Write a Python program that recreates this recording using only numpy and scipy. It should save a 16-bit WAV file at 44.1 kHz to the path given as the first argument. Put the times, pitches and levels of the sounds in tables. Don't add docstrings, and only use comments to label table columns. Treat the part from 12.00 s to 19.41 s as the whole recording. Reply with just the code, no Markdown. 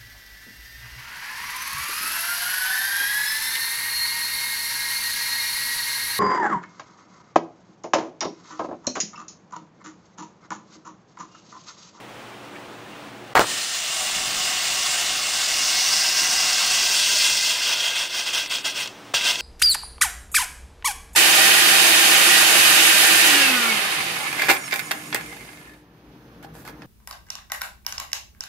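import sys
import numpy as np
from scipy import signal
from scipy.fft import rfft, irfft, next_fast_len
from scipy.io import wavfile

SR = 44100
rng = np.random.default_rng(int(sys.argv[2]) if len(sys.argv) > 2 else 0)


def unload_audio(sound):
    columns = np.transpose(np.atleast_2d(sound))
    steps = np.round(np.clip(columns, -1, 1) * 32767)
    wavfile.write(sys.argv[1], SR, steps.astype(np.int16))


def amplitude_ratio(level_db):
    exponent = np.asarray(level_db, float) / 20
    return 10 ** exponent


N = 326781
T = np.arange(N) / SR
SIZE = next_fast_len(N)
HZ = np.maximum(np.arange(SIZE // 2 + 1) * SR / SIZE, 1)
JET_TOP_HZ = 15900


def rms_one(x):
    return x / np.sqrt(np.mean(x ** 2) + 1e-20)


def in_time(rows, silent_db=-90):
    s, *columns = np.transpose(rows)
    out = [np.interp(T, s, c) for c in columns]
    out[0] = np.where((T >= s[0]) & (T <= s[-1]), out[0], silent_db)
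    return out


def at_hz(points, hz):
    point_hz, value = np.transpose(points)
    return np.interp(np.log(hz), np.log(point_hz), value)


def filtered(x, gain):
    return irfft(rfft(x, SIZE) * gain, SIZE)[:N]


def drift(rate):
    r = np.exp(-80 * np.pi * rate / SR)
    noise = rng.standard_normal(N // 40 + 2002)
    slow = signal.lfilter([1], [1, -2 * r, r * r], noise)[2000:]
    return np.interp(np.arange(N) / 40, np.arange(len(slow)), rms_one(slow))


def bumps(rows, half_s):
    shape = np.array([-half_s, -half_s / 2, half_s / 2, half_s])
    return sum(np.interp(T, s + shape, [0, db, db, 0]) for s, db in rows)


def surroundings(peaks, echoes, contrast=1.12):
    humps_db = sum(db / (1 + (2 * (HZ - hz) / width) ** 2) for hz, width, db in peaks)
    paths = 1 + sum(gain * np.exp(-2j * np.pi * HZ * ms / 1000) for ms, gain in echoes)
    return amplitude_ratio(contrast * humps_db) * paths


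# time in seconds, hiss in dB, gas pressure from -1 to 1.
BURN = [(1.45, -35, -0.72), (1.5, -30, -0.75), (1.6, -28, -0.52), (1.66, -30.5, -0.43),
        (1.9, -30.5, -0.099), (2.07, -28.5, -0.36), (3.0, -27, 0.097), (3.2, -28.5, 0.072), (3.55, -27, .6),
        (3.85, -25.5, 1), (4.3, -25.5, 0.66), (5.0, -24.5, 0.3), (5.25, -23, 0.19), (5.42, -27, .6),
        (5.52, -24.5, -0.074), (5.56, -27.5, -.2), (5.83, -27.5, -0.52), (6.08, -39, -0.88)]
# start in seconds, rise in seconds, hold in seconds, hiss in dB, fade in dB/s.
PUFFS = [(1.353, .006, .01, -31.5, 150), (1.397, .005, 0.0041, -27.5, 160), (5.573, .12, 0.043, -25.5, 400),
         (5.836, .007, 0.016, -27.5, 77), (5.946, .012, 0.062, -26.5, 164),
         (6.079, 0.091, .025, -26.5, 128), (6.25, 0.016, 0.016, -27.5, 130),
         (6.327, 0.0087, 0.045, -25, 134), (6.489, 0.029, 0.037, -26.5, 196), (6.638, .018, .02, -26, 215),
         (6.734, 0.053, 0.028, -27, 228), (7.136, .002, 0.022, -21, 220), (7.21, .006, .03, -27.5, 300),
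         (7.236, 0.02, 0.052, -22, 196), (7.367, 0.038, .05, -29, 200)]


def outflow():
    smoulder_db, puff_pressure = -56, -0.58
    burn_db, pressure = in_time(BURN)
    power = amplitude_ratio(2 * burn_db) + amplitude_ratio(2 * smoulder_db) * (T > PUFFS[0][0])
    for s, rise, hold, db, fade in PUFFS:
        attack = np.clip((T - s) / rise, 0, 1)
        decay_db = fade * np.maximum(T - s - rise - hold, 0)
        power += (attack * amplitude_ratio(db - decay_db)) ** 2
    return 10 * np.log10(power), np.where(T > BURN[-1][0], puff_pressure, pressure)


def gas_and_sparks(flutter_db, spark_db):
    clicks = (rng.random(N) < 1500 / SR) * amplitude_ratio(4.7 * np.minimum(rng.exponential(1, N), 4))
    sparks = clicks * rng.choice([-1, 1], N)
    turbulence = rng.standard_normal(N) * amplitude_ratio(flutter_db * drift(81))
    return turbulence + amplitude_ratio(spark_db) * rms_one(sparks)


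# centre in Hz, width in Hz, level in dB.
FIRST_PEAKS = [(770, 75, 4), (1370, 150, 3), (1840, 130, 8), (2720, 53, 5), (2970, 190, 4), (4140, 60, 5),
               (4370, 50, 5), (5050, 120, 5), (5950, 75, 4), (7500, 60, 4)]
EARLY_PEAKS = [(570, 30, 4), (750, 210, 10), (880, 60, -6), (970, 40, 6), (1110, 90, 7), (1230, 50, 7),
               (1420, 70, 7), (1480, 60, -6), (1560, 70, 6), (1830, 50, 5), (1980, 40, 8), (2160, 60, 8),
               (2270, 40, -3), (2380, 30, -2), (2810, 360, 7), (3210, 100, -3), (3480, 270, 3),
               (4460, 90, 5), (4730, 100, -3), (5020, 110, 6), (5660, 130, 3), (6830, 90, 2),
               (7540, 360, 3)]
MIDDLE_PEAKS = [(570, 20, 2), (750, 220, 10), (870, 60, -6), (950, 90, 6), (1090, 110, 8), (1240, 60, 6),
                (1420, 60, 5), (1490, 60, -5), (1580, 130, 10), (1980, 60, 10), (2160, 120, 5),
                (2270, 40, -4), (2390, 40, -5), (2760, 270, 8), (3150, 70, -7), (3420, 90, 2),
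                (4070, 140, -4), (4520, 130, 2), (4760, 60, -6), (5050, 260, 5), (5700, 360, 4),
                (6740, 90, 2), (7670, 120, 2)]
LATE_PEAKS = [(590, 140, 4), (790, 40, -5), (1010, 80, 7), (1110, 90, -5), (1380, 60, -11), (1420, 110, 8),
              (1590, 80, 8), (1750, 180, -5), (2060, 100, 5), (2300, 140, -7), (2670, 450, 7),
              (3010, 80, -5), (3290, 360, 6), (3550, 80, -3), (3970, 60, -4), (4660, 150, 4),
              (4900, 60, -5), (5220, 250, 4), (5780, 190, 3)]
# delay in ms, gain.
EARLY_ECHOES = [(5.3, 0.012), (6.8, 0.013), (9.3, 0.049), (16.0, 0.16), (23.0, 0.24), (31.3, 0.1)]
LATE_ECHOES = [(5.3, 0.036), (7.3, 0.12), (10.1, 0.13), (15.9, 0.082), (24.1, 0.14), (33.1, 0.21)]
# time in seconds, stage from 0 to 3.
SLUMP = [
    (1.65, 0.01),
    (2.0, 1),
    (3.2, 0.99),
    (3.6, 1.34),
    (4.6, 2.26),
    (5.05, 2.98),
]


def through_melt(gas):
    stage = np.interp(T, *np.transpose(SLUMP))
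    settings = [(FIRST_PEAKS, EARLY_ECHOES), (EARLY_PEAKS, EARLY_ECHOES),
                (MIDDLE_PEAKS, EARLY_ECHOES), (LATE_PEAKS, LATE_ECHOES)]
    heard = 0
    for k, (peaks, echoes) in enumerate(settings):
        share = np.maximum(1 - abs(stage - k), 0)
        heard = heard + share * rms_one(filtered(gas, surroundings(peaks, echoes)))
    return heard


# delay in ms, wander in ms, gain.
SMOKE_PATHS = [(4.4, .12, .18), (7.9, .2, .18)]


def through_smoke(x):
    out = x
    for ms, wander, gain in SMOKE_PATHS:
        delay_s = (ms + wander * drift(.6)) / 1000
        out = out + gain * np.interp(T - delay_s, T, x)
    return out


# time in seconds, level in dB.
FLARES = [
    (2.0, 2),
    (2.95, 2),
    (3.4, 1),
]
# time in seconds, level in dB.
CHOKES = [
    (1.455, -5),
    (3.2, 1),
    (6.09, -5),
    (6.486, -18),
    (6.632, -14),
    (6.735, -3),
    (6.91, -1),
]


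def nozzle_db(centre_hz, spent):
    change_db = 0
    if 6900 < centre_hz < 13000:
        change_db = change_db + bumps(FLARES, half_s=.1)
    if 5100 < centre_hz < 7100:
        ragged_db = 12 * (.4 + 0.86 * spent) * np.maximum(drift(50) - 1.1, 0)
        change_db = change_db + bumps(CHOKES, half_s=.012) - ragged_db
    return change_db


# frequency in Hz, level in dB per Hz.
JET_COLOUR = [(250, -30), (400, -22), (600, -14), (1000, -12.5), (2000, -7), (3200, -3), (5000, -1.5),
              (7000, -3.5), (9800, -9), (10100, -19), (12500, -19.5), (15500, -14.5), (15900, -22)]


def jet(flutter_db, patchy_db, spark_db):
    hiss_db, pressure = outflow()
    spent = np.interp(T, (5.38, 5.7), [0, 1])
    # dB, dB per unit of pressure, dB once spent
    roar, whistle = (-10.5, -1.9, 0.092), (0.1, 4.5, 0.1)
    sizzle, air = (-2.68, 0.1, -6), (-14, 2.3, -1.6)
    wanted_db = [db + per_unit * pressure + late_db * spent
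                 for db, per_unit, late_db in (roar, (0, 0, 0), whistle, sizzle, air)]
    heard = through_smoke(through_melt(gas_and_sparks(flutter_db, spark_db)))
    spectrum = rfft(heard, SIZE) * amplitude_ratio(at_hz(JET_COLOUR, HZ)) * (HZ < JET_TOP_HZ)

    edges_hz = [400, 1500, 4000, 6500, 10000, 15900]
    raw_db = []
    for low, high in zip(edges_hz, edges_hz[1:]):
        energy = np.sum(abs(spectrum[(HZ > low) & (HZ < high)]) ** 2)
        raw_db.append(10 * np.log10(2 * energy / SIZE / N))

    centres_hz = [400, 700, 1200, 1800, 2500, 3500, 4400, 5200, 6000, 7000, 8200, 9800, 10200, 12500, 15800]
    out, shared = 0, drift(21)
    for k, centre in enumerate(centres_hz):
        mask = np.interp(np.log(HZ), np.log(centres_hz), np.arange(len(centres_hz)) == k)
        region = np.searchsorted(edges_hz[1:], centre)
        flicker_db = patchy_db * (.5 * shared + drift(9.4) + 0.28 * drift(25))
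        level_db = hiss_db + wanted_db[region] - raw_db[region] + flicker_db + nozzle_db(centre, spent)
        out = out + amplitude_ratio(level_db) * irfft(spectrum * mask, SIZE)[:N]
    return out


def front(ms):
    u = np.arange(round(4 * ms * SR / 1000)) * 1000 / SR / ms
    dip = -np.minimum(u / .2, 1) * np.exp(-np.maximum(u - .2, 0) * 1.8) * (u < .62)
    push = (u >= .62) * np.minimum((u - .62) * 12, 1) * np.exp(-(u - .7) * 3)
    return dip + push


# time in seconds, peak in dB, length in ms.
FRONTS = [
    (1.3535, -1, .9),
    (1.3551, -7, .6),
    (1.3600, -9, 1.1),
    (1.3774, -5, .8),
    (1.3940, -1, 1.0),
    (1.3947, -6, .5),
    (1.3961, -8, .6),
    (1.4115, -8, 1.0),
    (7.1392, -10, .8),
    (7.141, -9, .6),
]
# time in seconds, level in dB, ring in Hz.
FLASH = [(1.354, -14.5, 1000), (1.378, -12.5, 1100), (1.392, -21, 1100), (1.398, -15.5, 790),
         (1.410, -22, 720), (1.422, -17, 895), (1.428, -29, 900), (1.446, -24, 900), (1.450, -40, 900)]


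def bursts():
    out = np.zeros(N)
    for s, db, ms in FRONTS:
        pulse, at = front(ms), round(s * SR)
        out[at:at + len(pulse)] += amplitude_ratio(db) * pulse
    flash_db, ring_hz = in_time(FLASH)
    born = (rng.random(N) < 3000 / SR) * amplitude_ratio(2.5 * rng.standard_normal(N))
    swarm = signal.fftconvolve(born, front(0.65))[:N]
    ring = 0
    for hz in np.geomspace(400, 2400, 8):
        near = np.exp(-(np.log(hz / ring_hz) / 0.78) ** 2)
        resonance = 1 / (1 + 2.5j * (HZ / hz - hz / HZ))
        ring = ring + near * rms_one(filtered(swarm, resonance))
    return out + amplitude_ratio(flash_db - 9) * ring


# time in seconds, peak in dB.
SPITS = [
    (5.8448, -12),
    (6.439, -20),
    (6.46, -17),
    (6.5844, -17),
    (6.6464, -15),
    (6.859, -20),
    (6.875, -17.5),
    (7.21, -13),
    (7.356, -13),
]


def spits():
    t60_s, dull_hz = 0.024, 5000
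    clicks = np.zeros(N)
    for s, db in SPITS:
        clicks[round(s * SR)] = amplitude_ratio(db - 8)
    fade = amplitude_ratio(-60 / (t60_s * SR))
    colour = surroundings(LATE_PEAKS, LATE_ECHOES) * amplitude_ratio(at_hz(JET_COLOUR, HZ)) / (1 + (HZ / dull_hz) ** 2)
    noise = rms_one(filtered(rng.standard_normal(N), colour * (HZ < JET_TOP_HZ)))
    return signal.lfilter([1], [1, -fade], clicks + 1e-18) * noise


# time in seconds, level in dB.
RUMBLE = [(1.55, -52), (1.66, -64), (1.85, -57), (1.95, -49), (2.42, -43.5), (2.62, -48), (5.4, -49.5),
          (5.75, -57), (7.41, -64)]
# frequency in Hz, level in dB per Hz.
RUMBLE_COLOUR = [(15, -8), (30, -6), (80, -7.5), (200, -4.5), (400, -6), (700, -24)]
# time in seconds, level in dB, t60 in seconds.
THUMPS = [
    (1.352, -27.5, 0.28),
    (1.39, -27, 0.11),
    (7.138, -35, 0.1),
]


def rumble():
    noise = rms_one(filtered(rng.standard_normal(N), amplitude_ratio(at_hz(RUMBLE_COLOUR, HZ))))
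    push = sum((T > s) * amplitude_ratio(db - 60 * np.maximum(T - s, 0) / t60) for s, db, t60 in THUMPS)
    return (amplitude_ratio(in_time(RUMBLE)[0] + 1.7 * drift(7)) + push) * noise


# frequency in Hz, level in dB per Hz.
YARD = [(18, -59), (30, -23), (86, -19), (111, -9.5), (300, -7), (485, -7), (800, -7.5), (1300, -10),
        (2000, -14), (3000, -15.5), (4500, -23), (9500, -31.5), (12200, -41), (15900, -32)]
# frequency in Hz, peak level in dB.
HUM = [(118.4, -55.5), (209.9, -56), (290.7, -50.5), (360.7, -51.5), (479.1, -63), (823.6, -54.5)]
# time in seconds, frequency in Hz, level in dB, t60 in seconds.
TICK = [(.554, 2280, -40, .06), (.556, 2750, -46, .05), (.560, 1800, -41, .07), (.556, 2530, -48, .05),
        (.455, 2800, -48, .05), (.686, 1250, -45, .06), (.32, 2320, -47, .07), (.86, 1780, -46, .07),
        (.92, 2780, -47, .08), (.75, 2620, -48, .06)]
# time in seconds, gain in dB.
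GAIN = [
    (1.35, 0),
    (1.36, 11.5),
    (1.7, -9.5),
    (5.5, -11.5),
    (6.5, -6.5),
    (7.0, -2.5),
    (7.41, -4),
]


def yard():
    wash_db = -41
    wash = rms_one(filtered(rng.standard_normal(N), amplitude_ratio(at_hz(YARD, HZ))))
    out = amplitude_ratio(wash_db) * amplitude_ratio(.5 * drift(12)) * wash
    for hz, db in HUM:
        out += amplitude_ratio(db + 1.9 * drift(3.9)) * np.sin(2 * np.pi * hz * T + 1.05 * drift(2.9))
    for s, hz, db, t60 in TICK:
        age = np.maximum(T - s, 0)
        attack = np.minimum(age / .004, 1)
        out += amplitude_ratio(db + 6 - 60 * age / t60) * attack * np.sin(2 * np.pi * hz * age)
    return out * amplitude_ratio(np.interp(T, *np.transpose(GAIN)))


def scene():
    mic_low_hz = 45.2
    image_db, image_hz = -23, 16100
    bang = filtered(bursts(), 1 / (1 + mic_low_hz / (1j * HZ)) ** 2)
    image = amplitude_ratio(image_db) * bang * np.cos(2 * np.pi * image_hz * T)
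    fire = jet(flutter_db=0.5, patchy_db=0.84, spark_db=-9.5) + bang + image + spits() + rumble()
    mono = fire + yard()
    return np.array([mono, mono])


# start in seconds, end in seconds, change in dB.
DROPOUTS = [
    (1.338, 1.348, -24),
    (6.478, 6.48, 2),
    (6.634, 6.645, 2),
    (7.132, 7.139, -11),
]


def dropouts(x):
    drop_db = sum(db * np.interp(T, [a - .002, a, b, b + 0.002], [0, 1, 1, 0]) for a, b, db in DROPOUTS)
    return x * amplitude_ratio(drop_db)


def low_pass(x):
    return signal.sosfilt(signal.butter(12, 17090, fs=SR, output="sos"), x)


def record(dry):
    cutoff_hz = 15750
    limited = np.clip(dropouts(dry[0]), -.99, .99)
    cut = filtered(limited, np.where(HZ < cutoff_hz, 1, amplitude_ratio(-45)))
    return low_pass(np.array([cut, cut]))


dry = scene()
out = record(dry)
unload_audio(out)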